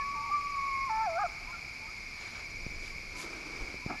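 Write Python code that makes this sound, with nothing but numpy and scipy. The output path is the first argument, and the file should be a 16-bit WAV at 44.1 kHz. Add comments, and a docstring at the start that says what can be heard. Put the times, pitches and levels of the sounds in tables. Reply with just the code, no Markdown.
"""A coyote howls across a field at dusk: a long high note breaks to a lower, rougher one and ends in a yelp.
Its voice is an almost pure tone that rasps when it vibrates unevenly. The pack answers faintly
from farther off, over a steady chorus of crickets rubbing their wings. Later the hand-held
microphone is tilted: cloth rustles and the case takes a few soft knocks."""
import sys
import numpy as np
from scipy import signal
from scipy.fft import rfft, irfft
from scipy.io import wavfile
from scipy.ndimage import uniform_filter1d

SR = 44100
rng = np.random.default_rng(int(sys.argv[2]) if len(sys.argv) > 2 else 0)


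def log_audio(samples):
    """Write samples as a 16-bit WAV file to the path given in sys.argv[1]."""
    # one column per channel
    frames = np.atleast_2d(samples).T
    # limit to full scale, then quantise
    limited = np.clip(frames, -1, 1)
    pcm = np.round(limited * 32767).astype(np.int16)
    wavfile.write(sys.argv[1], SR, pcm)


N = 176400
T = np.arange(N) / SR
VOICE_FADE_S = 0.0073


# The howl's high part: time_s, pitch_hz, level_db
HIGH_HOWL = [(0, 1116, -33), (0.038, 1124, -37), (0.142, 1132, -38), (.185, 1155, -36),
             (0.243, 1131, -38.5), (.307, 1138, -38), (.318, 1175, -29), (0.354, 1172, -26.5),
             (0.427, 1138, -41), (0.451, 1152, -34.5), (.482, 1149, -36.5), (0.523, 1138, -39.5),
             (0.573, 1118, -34.5), (0.681, 1106, -34.5), (.77, 1081, -35), (0.861, 1097, -35),
             (0.899, 1012, -38)]
def high_howl():
    """An almost pure tone. 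Its octave (twice the pitch) grows as it nears the throat's ringing pitch."""
    throat_hz, throat_width_hz = 2180, 48
    hz, db = curves(HIGH_HOWL)
    phase, gain = voice(hz, db, jitter=0.003, shimmer_db=1.0)
    octave = from_db(-6.5) / np.hypot(1, (2 * hz - throat_hz) / throat_width_hz)
    tone = np.sin(phase) + octave * np.sin(2 * phase)
    return gain * tone * gate(-1, HIGH_HOWL[-1][0], VOICE_FADE_S)


# The low part and yelp: time_s, pitch_hz, level_db, octave_db (compared with the main tone)
LOW_HOWL = [(0.891, 933, -37, -22), (.903, 889, -31, -24), (0.939, 875, -32, -18.5),
            (1.018, 893.5, -30.5, -27), (1.054, 875, -33.5, -13), (1.08, 712, -29.5, -18),
            (1.098, 667.3, -35, -17), (1.138, 650.4, -38.5, -11.5), (1.174, 686, -31, -7),
            (1.197, 816.5, -34, -11), (1.23, 835.4, -34, -11.5), (1.243, 707, -28.5, -11),
            (1.257, 709, -32, -15), (1.27, 603, -43.5, 16)]
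# Moments when the voice cracks: start_s, length_s, level_db
VOICE_CRACKS = [(0.881, 0.18, -45.5), (0.991, 0.051, -46), (1.04, .11, -55), (1.189, 0.017, -30),
                (1.21, 0.029, -32)]
def low_howl():
    """The voice drops. When every second vibration differs, a rasp sounds at 1.5 times the pitch."""
    hz, db, octave_db = curves(LOW_HOWL)
    phase, gain = voice(hz, db, jitter=0.0053, shimmer_db=-0.05)
    octave = from_db(octave_db + 2.8 * drift(130))
    clean = gain * (np.sin(phase) + octave * np.sin(2 * phase))
    cracks = sum(from_db(level) * gate(s, s + length, VOICE_FADE_S) for s, length, level in VOICE_CRACKS)
    flutter = from_db(1.5 * drift(140))
    rasp = rms_one(flutter * np.sin(1.5 * phase + 0.19 * drift(120)))
    return (clean + cracks * rasp) * gate(LOW_HOWL[0][0], LOW_HOWL[-1][0], VOICE_FADE_S)


# A second coyote's wavering note: time_s, pitch_hz, level_db
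REPLY = [(.135, 1029, -53), (.165, 895, -50), (.2, 879, -47.5), (.255, 942, -49.5), (.288, 899, -50),
         (.302, 817, -45), (.312, 710, -48)]
# Short yips and a held note: start_s, length_s, start_hz, end_hz, level_db
FAR_CALLS = [(-.4, 1.67, 1215, 1163, -52.5), (-.02, 0.067, 1760, 1730, -48),
             (.34, 0.031, 1720, 1750, -55.5), (1.463, 0.071, 950, 1096, -49),
             (1.521, 0.051, 1400, 1376, -45), (1.801, 0.089, 861, 918, -55),
             (1.874, 0.033, 1230, 1280, -48.5), (2.907, 0.045, 1090, 1140, -55),
             (3.131, .11, 986, 1023, -53), (3.812, 0.045, 964, 1044, -52), (3.865, 0.21, 1620, 1810, -56)]
def pack():
    """Far coyotes answer with faint, sliding tones."""
    phase, gain = voice(*curves(REPLY), jitter=0.0064, shimmer_db=2.0)
    out = gain * np.sin(phase) * gate(REPLY[0][0], REPLY[-1][0], VOICE_FADE_S)
    for s, length, start_hz, end_hz, db in FAR_CALLS:
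        hz = np.interp(T, [s, s + length], [start_hz, end_hz])
        phase, gain = voice(hz, db, jitter=0.0096, shimmer_db=1.5)
        out += gain * np.sin(phase) * swell(s, length)
    return out


def tree_echo(calls):
    """The tree line scatters a faint, dying echo with little bass."""
    fade_s, rise_s = 2.4, 0.0062
    t = T[:2 * SR]
    echo = rng.standard_normal(len(t)) * from_db(-60 * t / fade_s) * np.minimum(t / rise_s, 1)
    bass_cut = signal.butter(2, 1120, "high", fs=SR, output="sos")
    echo = signal.sosfilt(bass_cut, echo / np.linalg.norm(echo))
    return calls + from_db(-14) * signal.fftconvolve(calls, echo)[:N]


# Tone colours of two kinds of cricket: pitch_hz, relative_db
TREE_CRICKET_COLOUR = [(1900, -22.5), (2030, -20), (2130, -6), (2290, -1), (2420, -6.5), (2550, -14),
                       (2750, -25.5), (3100, -42)]
FIELD_CRICKET_COLOUR = [(3700, -24), (4000, -8), (4250, -2), (4900, 3), (5250, 1.5), (5500, -13),
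                        (5900, -43)]
def cricket_chorus():
    """Many far crickets blur into two steady bands of noise."""
    return from_db(-44.5) * noise(TREE_CRICKET_COLOUR) + from_db(-54) * noise(FIELD_CRICKET_COLOUR)


# One row for each cricket: top_pitch_hz, strokes_per_s, level_db
NEAR_CRICKETS = [(5754, 20.06, -63.5), (6940, 17, -68.5)]
def near_crickets():
    """Pitch and loudness rise and fall with the speed of each wing stroke."""
    dip_hz, wander_hz = 713, 40.3
    out = np.zeros(N)
    for top_hz, rate, db in NEAR_CRICKETS:
        strokes = rng.random() + np.cumsum(rate * (1 + 0.0054 * drift(1.0))) / SR
        speed = np.abs(np.sin(np.pi * strokes))
        hz = top_hz - dip_hz * (1 - speed) + wander_hz * drift(242)
        phase = 2 * np.pi * np.cumsum(hz) / SR
        strength = speed ** 3.6 * from_db(2.5 * drift(170) + 2.4 * drift(0.9))
        out += from_db(db) * rms_one(strength * np.sin(phase))
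    return out


def insect_trill():
    """A thin, quickly pulsing insect note swells and fades."""
    phase, gain = voice(hz=4150, db=-57, jitter=0.0056, shimmer_db=2.0)
    pulses = np.sin(np.pi * 40 * T) ** 2  # 40 a second
    return gain * pulses * np.sin(phase) * swell(start_s=2, length_s=0.56)


# Knocks on the case: time_s, push_db, contact_s
CASE_KNOCKS = [(2.6653, -23, 0.0019), (2.824, -42, 0.00085), (2.96, -23, 0.012), (3.743, -25.5, 0.00071),
               (3.863, -17.5, 0.0024)]
def knocks():
    """Each knock is a brief push on the case, which springs back."""
    pushes = sum(from_db(db) * np.exp(-2 * np.abs(T - s) / contact) for s, db, contact in CASE_KNOCKS)
    case = signal.butter(2, [120, 1200], "band", fs=SR, output="sos")
    return signal.sosfilt(case, 1e-18 - pushes)


# Slides of cloth: start_s, length_s, level_db, brightness_db_per_octave
CLOTH_SLIDES = [(2.15, 0.19, -50, -3.5), (2.295, 0.16, -50, -4), (2.8, 0.13, -52, 0.5),
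                (3.15, 0.12, -47, 4)]
# Their tone colour: pitch_hz, relative_db
CLOTH_COLOUR = [(400, -7.5), (1400, 3), (4500, -1), (7000, -2), (8700, -17), (10000, -10.5), (12000, -18)]
def cloth():
    """Cloth slides in four short swishes, the first two dull, the last two brighter."""
    out = np.zeros(N)
    for s, length, db, brightness in CLOTH_SLIDES:
        colour = [(hz, level + brightness * np.log2(hz)) for hz, level in CLOTH_COLOUR]
        out += friction([(s, length, db)], colour, grain_db=1.1)
    return out


# Long rubs and a short scuff: start_s, length_s, level_db
HAND_RUBS = [(3.08, 0.4, -47), (3.27, 0.58, -48)]
HAND_SCUFFS = [(3.893, 0.03, -36), (3.862, 0.11, -41.5)]
# Their tone colours: pitch_hz, relative_db
RUB_COLOUR = [(100, -9), (220, -2), (320, 8), (500, -3), (900, -6), (1300, -2.5), (1800, -10), (3500, -16),
              (6000, -15)]
SCUFF_COLOUR = [(120, -10), (300, 1.5), (500, -18), (700, -1.5), (880, -0.5), (1030, -15), (1300, -1.5),
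                (1600, -17), (2500, -26)]
def hand():
    """A hand rubs along the case and scuffs it."""
    rubs = friction(HAND_RUBS, RUB_COLOUR, grain_db=1.0)
    return rubs + friction(HAND_SCUFFS, SCUFF_COLOUR, grain_db=1.0)


# Low rumbles of the case and one short, dull thud: start_s, length_s, level_db
RUMBLES_AND_THUD = [(-.3, 1.15, -56), (2.3, 1.02, -45.5), (3.57, 0.091, -42)]
# Their tone colour: pitch_hz, relative_db
RUMBLE_COLOUR = [(25, 7.5), (45, -9), (80, -9.5), (150, -22.5), (350, -20.5), (700, -30)]
def rumbles_and_thud():
    """The case rumbles as it is moved, and gives one dull thud."""
    return friction(RUMBLES_AND_THUD, RUMBLE_COLOUR, grain_db=2.5)


# Tone colour of the background hush, as heard through the microphone: pitch_hz, relative_db
HUSH_COLOUR = [(28, 3), (50, -5.5), (130, -12.5), (330, -18), (550, -22.5), (1200, -19), (1900, -25),
               (3200, -28), (6200, -26), (8250, -37), (8650, -49.5), (9300, -37.5), (12000, -37)]
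def background_hush():
    """A soft, steady noise lies under everything."""
    return from_db(-50) * noise(HUSH_COLOUR)


def voice(hz, db, jitter, shimmer_db):
    """Phase (place in the wave) and strength of a tone. Jitter shakes its pitch, shimmer its level."""
    phase = 2 * np.pi * np.cumsum(hz * (1 + jitter * drift(53.6))) / SR
    return phase, np.sqrt(2) * from_db(db + shimmer_db * drift(57))


def friction(strokes, colour, grain_db):
    """Swells of grainy noise."""
    level = np.sqrt(sum((from_db(db) * swell(s, length)) ** 2 for s, length, db in strokes))
    return level * rms_one(noise(colour) * from_db(grain_db * drift(90)))


def noise(colour):
    """Noise with a tone colour (how strong each pitch is), fading steeply outside that range."""
    hz, db = np.transpose(colour)
    octave = np.log2(np.maximum(np.arange(N // 2 + 1) * SR / N, 1))
    points = np.log2(hz)
    outside = np.abs(octave - np.clip(octave, points[0], points[-1]))
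    gain = from_db(np.interp(octave, points, db) - 23 * outside)
    return rms_one(irfft(rfft(rng.standard_normal(N)) * gain, N))


def drift(rate_hz):
    """A smooth random wander, about 1 in size."""
    r = np.exp(-2 * np.pi * rate_hz / SR)
    wander = signal.lfilter([1], [1, -2 * r, r * r], rng.standard_normal(N + SR))
    return rms_one(wander[SR:])


def curves(rows):
    """Join a table's points into smooth curves over time."""
    times, *columns = np.transpose(rows)
    return [uniform_filter1d(np.interp(T, times, column), size=300) for column in columns]


def gate(start_s, end_s, fade_s):
    """On between two times, with soft edges."""
    return np.sin(np.pi / 2 * np.clip(np.minimum(T - start_s, end_s - T) / fade_s, 0, 1)) ** 2


def swell(start_s, length_s):
    """A rounded rise and fall."""
    return np.sin(np.pi * np.clip((T - start_s) / length_s, 0, 1))


def from_db(db):
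    """Turn decibels into a multiplier."""
    return 10 ** (np.asarray(db) / 20)


def rms_one(x):
    """Scale to an average strength (rms) of 1."""
    return x / np.sqrt(np.mean(x ** 2) + 1e-20)


def scene():
    """Mix hush, handling noise, coyotes and insects into one channel."""
    hush = background_hush()
    handling = cloth() + hand() + rumbles_and_thud() + knocks()
    coyotes = tree_echo(high_howl() + low_howl() + pack())
    insects = cricket_chorus() + near_crickets() + insect_trill()
    return (coyotes + insects + handling + hush)[None]


def record(dry):
    """Cut the treble steeply above 12050 Hz."""
    return signal.sosfilt(signal.ellip(12, .1, 80, 12050, fs=SR, output="sos"), dry)


dry = scene()
out = record(dry)
log_audio(out)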